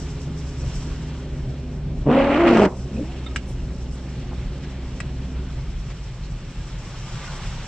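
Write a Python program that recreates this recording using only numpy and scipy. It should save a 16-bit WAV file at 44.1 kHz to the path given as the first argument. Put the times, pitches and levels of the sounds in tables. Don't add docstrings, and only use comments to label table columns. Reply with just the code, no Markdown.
import sys
import numpy as np
from scipy import signal
from scipy.fft import rfft, irfft, next_fast_len
from scipy.io import wavfile
from scipy.ndimage import uniform_filter1d

SR = 44100
rng = np.random.default_rng(int(sys.argv[2]) if len(sys.argv) > 2 else 0)


def pcm_store(signal):
    levels = np.round(np.clip(np.atleast_2d(signal), -1, 1) * 32767)
    wavfile.write(sys.argv[1], SR, levels.astype(np.int16).T)


def boost_factor(decibels):
    exponent = np.asarray(decibels, float) / 20
    return 10 ** exponent


N = 338245


def evened(x):
    return x / np.sqrt(np.mean(x ** 2) + 1e-20)


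def read(points, hz):
    f, value = np.transpose(points)
    return np.interp(np.log(hz + 1), np.log(f + 1), value)


def curves(rows, t):
    s, *columns = np.transpose(rows)
    return [np.interp(t, s, c) for c in columns]


def ramp(t, s, length):
    return np.clip((t - s) / length + .5, 0, 1)


def wander(n, hz):
    coarse = rng.standard_normal(n // 32 + 202)
    coarse = signal.lfilter(*signal.butter(2, hz, fs=SR / 32), coarse)[200:]
    return evened(np.interp(np.arange(n) / 32, np.arange(len(coarse)), coarse))


def hiss(spectrum, patchy_db, flicker_db, n=N, size=512):
    frames, hz = n * 4 // size + 5, np.fft.rfftfreq(size, 1 / SR)
    a, b, c, d, patches = rng.standard_normal((frames, len(hz), 5)).T
    patches = uniform_filter1d(patches, size // 64, 0)
    patches = evened(uniform_filter1d(patches, 14000 // size, 1))
    flicker = evened(uniform_filter1d(rng.standard_normal(frames), 6000 // size))
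    inside = (hz >= spectrum[0][0]) & (hz <= spectrum[-1][0])
    level_db = read(spectrum, hz)[:, None] + patchy_db * patches + flicker_db * flicker
    z = np.array([a + 1j * b, c + 1j * d]) * boost_factor(level_db) * inside[:, None]
    return evened(signal.istft(z, nperseg=size, noverlap=size * 3 // 4)[1][:, :n])


def pedals(t):
    pedal_s = .33
    opened, shut = ramp(t, 2.7, pedal_s), ramp(t, 5.62, pedal_s)
    return 1 - opened, opened * (1 - shut), shut


# f/Hz, level/dB per Hz
FLOOR_RUMBLE = [(8.8, -35), (28, -2), (41, 5.5), (54, -2), (75, -6.5), (97, -9), (129, 2.5), (145, -3.5),
                (173, -8.5), (220, -22), (260, -21.5), (340, -43), (570, -120)]
PANEL_DRONE = [(100, -34), (170, -2), (220, -0.5), (258, -2.5), (291, -7.5), (356, -3), (467, -11.5),
               (537, -9.5), (900, -22), (1170, -52), (1980, -120)]
# f/Hz, level/dB per Hz
SPRAY = [(290, -33), (500, -4), (580, -12.5), (889, -5), (1100, -7.5), (1170, -4.5), (1270, -9),
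         (1400, -7.5), (1850, -9.5), (2900, -9.5), (4500, -14.5), (5980, -35), (10100, -120)]
FIZZ = [(3500, -37.5), (4650, -3.5), (5540, 4), (6420, -2.5), (7650, -3), (8300, -15), (9240, -21.5),
        (10000, -27), (12000, -30), (15200, -36.5)]
# t/s, spray level/dB, extra level of fine drops/dB
WATER = [(0, -45.5, -0.5), (.3, -48.5, -4.5), (.58, -47.5, -1), (.77, -44.5, -0.5), (1.05, -47, -4),
         (1.3, -49, -7), (1.85, -52, -8), (2.7, -52, 0), (3.4, -50, -5.5), (3.9, -51, -4),
         (4.15, -48, -6.5), (4.65, -47.5, -6.5), (5.1, -49, -6.5), (5.9, -48.5, -6), (6.4, -49, -5),
         (7.05, -44, -4), (7.33, -39.5, -5.5), (7.67, -43, -6)]


def road():
    t = np.arange(N) / SR
    (spray_db, fine_db), (coast, pull, shut) = curves(WATER, t), pedals(t)
    rumble_db = -31 - 1.5 * pull
    drone_db = -40.5 * coast - 41 * pull - 46 * shut
    rumble = boost_factor(rumble_db) * hiss(FLOOR_RUMBLE, 1.8, 0.98, size=4096)
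    drone = boost_factor(drone_db) * hiss(PANEL_DRONE, 1.2, 0.99, size=2048)
    spray = boost_factor(spray_db + 0.9) * hiss(SPRAY, 0.75, 0.66)
    fizz = boost_factor(spray_db + fine_db - 1.23) * hiss(FIZZ, 0.5, 1.6)
    return rumble + drone + spray + fizz


# t/s, f/Hz
FIRING = [(0, 70.2), (1.8, 66.55), (2.8, 64), (4.1, 62), (4.6, 63.2), (5.7, 63.29), (6.0, 53.33), (6.2, 45),
          (6.5, 40.6), (7.1, 33.87), (7.67, 29.7)]
# multiple of firing rate, coasting level/dB, pulling level/dB
UPPER_ORDERS = [(2, 4, 5), (2.25, 7.5, 2.5), (3, -8.5, 2), (3.75, 2.5, -14), (4, -17, 0.5),
                (4.25, -8.5, -2), (5, -7.5, -19.5), (5.75, -22.5, -6.5), (6, -5.5, -7)]


def engine():
    t = np.arange(N) / SR
    (hz,), (coast, pull, _) = curves(FIRING, t), pedals(t)
    clutch_open = ramp(t, 6.05, .33)
    tone_db = -34 + 1.5 * pull - 5.5 * clutch_open
    turns = np.cumsum(hz) / SR
    out = boost_factor(tone_db + 1.9 * wander(N, 7.4)) * np.sin(2 * np.pi * turns)
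    for k, coast_db, pull_db in UPPER_ORDERS:
        level = coast * boost_factor(coast_db - 46.5) + pull * boost_factor(pull_db - 48.5)
        phase = k * turns + .05 * wander(N, 5) + rng.random()
        out += level * boost_factor(2.5 * wander(N, 6)) * np.sin(2 * np.pi * phase)
    return np.sqrt(2) * out


# t/s, length/s, lowest
# f/Hz, highest f/Hz, level/dB
SPLASHES = [(2.743, 0.069, 4800, 10000, -55), (3.447, 0.11, 5100, 11000, -53),
            (3.45, .11, 13000, 17500, -72), (3.9, 0.084, 6500, 9200, -56), (2.91, 0.18, 230, 600, -29.5),
            (.57, 0.075, 5400, 8200, -47), (4.297, 0.052, 630, 1400, -43),
            (4.608, 0.067, 1500, 7400, -46.5), (5.883, 0.052, 350, 7900, -44.5),
            (6.22, 0.063, 3800, 7600, -48.5)]
# t/s, length/s, f/Hz, level/dB
SINGING = [(3.075, .05, 720, -47), (3.3, .04, 1250, -50), (7.14, .07, 1170, -48), (7.2, .07, 1180, -43),
           (7.23, .12, 1460, -48), (7.2, .07, 2080, -50), (7.3, .07, 880, -46), (7.33, .06, 1360, -47),
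           (7.36, .06, 1170, -46), (6.59, .05, 1640, -54)]


def splashes():
    out = np.zeros((2, N))
    for s, length, low_hz, high_hz, db in SPLASHES:
        n = round(length * SR)
        puff = hiss([(low_hz, 0), (high_hz, -16)], 2.5, 1.5, n=n) * np.hanning(n)
        out[:, round(s * SR):][:, :n] += boost_factor(db) * puff
    for s, length, hz, db in SINGING:
        t = np.arange(0, length, 1 / SR)
        tone = np.sin(2 * np.pi * (hz * t + 0.031 * wander(len(t), 40))) * np.hanning(len(t))
        out[:, round(s * SR):][:, :len(t)] += boost_factor(db + 3 + 3 * wander(len(t), 60)) * tone
    return out


# t/s, level/dB, crack level/dB, crack length/s
TICKS = [
    (2.965, -37, -13, 0.0053),
    (3.263, -25.5, -8, 0.0054),
    (3.36, -18, 5.5, 0.0055),
    (5.0028, -19.5, -0.5, 0.0039),
]
# f/Hz, level/dB, time to fade by 60 dB/s
PARTS = [
    [(2520, 0, .04), (1850, -8, .04)],
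    [(3650, 0, .03), (2110, -8, .03), (1310, -7, .03)],
    [(1580, 1, .03), (1760, -7, .03), (2250, 0, .045), (2760, -2, .04), (1250, -17, .04), (3300, -14, .03),
     (7700, -3, .03)],
    [(1900, 0, .022), (2600, 0, .03), (1600, -3, .02), (1150, -4, .02), (3200, -10, .02), (3900, -14, .02),
     (600, -6, .02)],
]
# f/Hz, level/dB per Hz
CRACK = [(400, -14), (900, -7), (1600, 0), (2700, 0), (3400, -7), (5000, -11), (6800, -12), (7800, -8),
         (9200, -30), (12000, -44), (15200, -50)]


def ticks():
    out, t = np.zeros(N), np.arange(6000) / SR
    for (s, peak_db, crack_db, length), modes in zip(TICKS, PARTS):
        after = np.maximum(t - length, 0)
        ring = sum(boost_factor(db - 60 * after / t60) * np.sin(2 * np.pi * (hz * t + rng.random()))
                   for hz, db, t60 in modes)
        edge = boost_factor(-60 * after / .024) + 1.2 * np.exp(-t / .0015)
        crack = boost_factor(crack_db - 12) * edge * hiss(CRACK, 0.29, 0.55, n=len(t))[0]
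        rise = np.sin(np.pi / 2 * np.minimum(t / .0006, 1)) ** 2
        snap = (ring / abs(ring).max() + crack) * rise
        out[round(s * SR):][:len(t)] += boost_factor(peak_db - 3) * snap
    return out


# f/Hz, half width/Hz, level/dB
GLASS = [(401, 45, 8), (577.5, 40, 10.5)]


def judder(rows, overtones_db, uneven):
    t = np.arange(rows[0][0], rows[-1][0], 1 / SR)
    hz, level_db = curves(rows, t)
    glass_db = sum(db * np.exp(-((2 * hz - mode_hz) / width_hz) ** 2)
                   for mode_hz, width_hz, db in GLASS)
    turns = np.cumsum(hz * (1 + .18 * uneven * wander(len(t), 70))) / SR
    overtones = 0
    for k in range(1, 8):
        wave = np.sin(2 * np.pi * (k + 1) * turns + 0.76 * k)
        overtones = overtones + k ** -1.3 * boost_factor(3.7 * wander(len(t), 30)) * wave
    stop_s = .027
    ends = signal.windows.tukey(len(t), .03) * (1 - ramp(t, t[-1] - stop_s / 2, stop_s))
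    slips = (np.sin(2 * np.pi * turns) + boost_factor(overtones_db + glass_db) * overtones) * ends
    stumble_db = 16 * uneven * np.tanh(wander(len(t), 60))
    return np.sqrt(2) * boost_factor(level_db + stumble_db) * slips, turns


# f/Hz, level/dB per Hz
SCRAPE_TOP = [(3000, -26.5), (3800, -4), (4400, -1.5), (5900, -3), (6400, -9), (7700, -9.5), (8400, -24.5),
              (9500, -31), (12000, -46), (15200, -53)]
RUB = [(120, -30), (200, -6), (340, 4), (550, -1.5), (950, -4), (1200, -12), (1600, -33.5)]


def scraping(t, rasp, level_db, treble_db, rub_db):
    layers = ((rasp, level_db), (SCRAPE_TOP, treble_db), (RUB, rub_db))
    noise = sum(boost_factor(db) * hiss(colour, 1.0, 0.3, n=len(t)) for colour, db in layers)
    return boost_factor(1.54 * wander(len(t), 49)) * noise * signal.windows.tukey(len(t), .05)


# t/s, slip rate f/Hz, level/dB
BLADES = [
    [(2.052, 137, -35), (2.064, 138.5, -17), (2.105, 143.5, -17), (2.135, 166, -26)],
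    [(2.065, 206.2, -30), (2.1, 222, -19), (2.23, 241.7, -19.5), (2.26, 239.8, -30), (2.33, 234.8, -25),
     (2.41, 285, -30), (2.485, 243.4, -15), (2.6, 207.4, -15), (2.69, 188, -17.5)],
    [(2.1, 248.7, -34), (2.14, 273.5, -19), (2.22, 279.5, -17), (2.25, 278.4, -23), (2.35, 282.3, -21.5),
     (2.41, 347.7, -16.5), (2.49, 334.5, -10.5), (2.53, 349.5, -17), (2.685, 297, -22.5)],
    [(2.9, 190.3, -48), (2.945, 206.5, -32.5), (2.995, 249.4, -32), (3.03, 287, -38), (3.12, 374, -51)],
]
# overtone level/dB, unevenness/0-1
EDGES = [
    (-6, .25),
    (-8.5, 0.38),
    (-11.5, .15),
    (-21.5, 0.29),
]
# t/s, rasp level/dB
STROKES = [
    [(2.04, -66), (2.065, -47), (2.114, -29.5), (2.2, -24), (2.255, -27.5), (2.375, -24.5), (2.45, -27),
     (2.476, -16.5), (2.52, -22.5)],
    [(2.85, -55), (2.95, -54.5), (3.14, -48), (3.26, -49), (3.31, -50), (3.35, -54)],
]
# f/Hz, level/dB per Hz
RASP_UP = [(900, -19), (1200, 3.5), (1600, -2.5), (2100, -2), (2800, -4), (3400, -12), (4000, -18.5),
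           (4800, -26)]
RASP_BACK = [(900, -12), (1300, -5), (2000, -3), (2700, 0), (3400, -4), (4500, -16)]


def wipers():
    tones, puffs, scrape = np.zeros(N), np.ones(N), np.zeros((2, N))
    for rows, edge in zip(BLADES, EDGES):
        slips, turns = judder(rows, *edge)
        start = round(rows[0][0] * SR)
        at = slice(start, start + len(slips))
        tones[at] += slips
        puffs[at] *= 1 + .4 * np.cos(2 * np.pi * turns) * signal.windows.tukey(len(turns), .2)
    up, back = STROKES

    turn_s, ring_s, dry_s = 2.657, .13, 2.494
    halt_db_per_s, ring_db_per_s = -750, -130
    t = np.arange(up[0][0], turn_s + ring_s, 1 / SR)
    late = np.maximum(t - turn_s, 0)
    level_db = curves(up, t)[0] + halt_db_per_s * late
    treble_db = level_db - 23 + 8 * ramp(t, dry_s, .16)
    rub_db = -21.5 + 5 * ramp(t, dry_s, .12) - 30 * (1 - ramp(t, up[1][0], .034))
    rub_db = rub_db + np.maximum(halt_db_per_s * late, -10 + ring_db_per_s * late)
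    scrape[:, round(t[0] * SR):][:, :len(t)] = scraping(t, RASP_UP, level_db, treble_db, rub_db)

    t = np.arange(back[0][0], back[-1][0], 1 / SR)
    level_db = curves(back, t)[0]
    scrape[:, round(t[0] * SR):][:, :len(t)] = scraping(t, RASP_BACK, level_db, level_db - 11, level_db)
    return tones, scrape * puffs / np.sqrt(1.2)


def cabin(x, wet_db):
    t = np.arange(5000) / SR
    tails = rng.standard_normal((2, len(t))) * boost_factor(-60 * t / 0.1)
    wet = signal.oaconvolve(x[None], tails / np.linalg.norm(tails[0]), axes=1)[:, :N]
    return np.array([x + boost_factor(wet_db) * wet[0], wet[1]])


def scene():
    background = road() + engine() + splashes()
    tones, scrape = wipers()
    return background + cabin(ticks(), -18) + cabin(tones, -10) + scrape


# f/Hz, level/dB
APART = [(30, -33), (125, -28), (250, -23), (500, -18), (1000, -13), (2000, -11), (4000, -4), (8000, -2)]
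# f/Hz, level/dB
LEAN = [(1000, 0), (1700, .5), (2900, -1.5), (5000, -3.5), (6500, 0), (8000, 13.5), (9500, 10), (12000, 2)]
# f/Hz, angle/radians
LEAD = [(1500, 0), (2300, -.2), (3000, .2), (3700, .7), (4500, 1.2), (5900, 2.0), (7200, 2.0), (8500, .4),
        (9500, .1)]


def two_ports(dry):
    size = next_fast_len(N)
    hz, (left, twin) = np.fft.rfftfreq(size, 1 / SR), rfft(dry, size)
    apart = np.minimum(boost_factor(2 * read(APART, hz)), 1)
    same = (1 - apart) / (1 + apart)
    right = same * left * np.exp(-1j * read(LEAD, hz)) + np.sqrt(1 - same ** 2) * twin
    lean_db = read(LEAN, hz) / 2
    return irfft(np.array([left * boost_factor(lean_db), right * boost_factor(-lean_db)]), size)[:, :N]


def gain_control(ports):
    duck_from_db, duck_share, recover_db_per_s = -20.5, 0.31, 67
    power_db = 10 * np.log10(abs(uniform_filter1d((ports ** 2).mean(0), 3000)) + 1e-12)
    fall = np.arange(N) * recover_db_per_s / SR
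    held_db = np.maximum.accumulate(power_db + fall) - fall
    over_db = np.maximum(held_db - duck_from_db, 0)
    return ports / boost_factor(duck_share * uniform_filter1d(over_db, 1000))


def top_cut(x):
    return signal.sosfilt(signal.butter(12, 15140, fs=SR, output="sos"), x)


def record(dry):
    ports = gain_control(two_ports(dry))
    mix = ports / (1 + (ports / .9) ** 8) ** (1 / 8)
    return top_cut(mix)


dry = scene()
out = record(dry)
pcm_store(out)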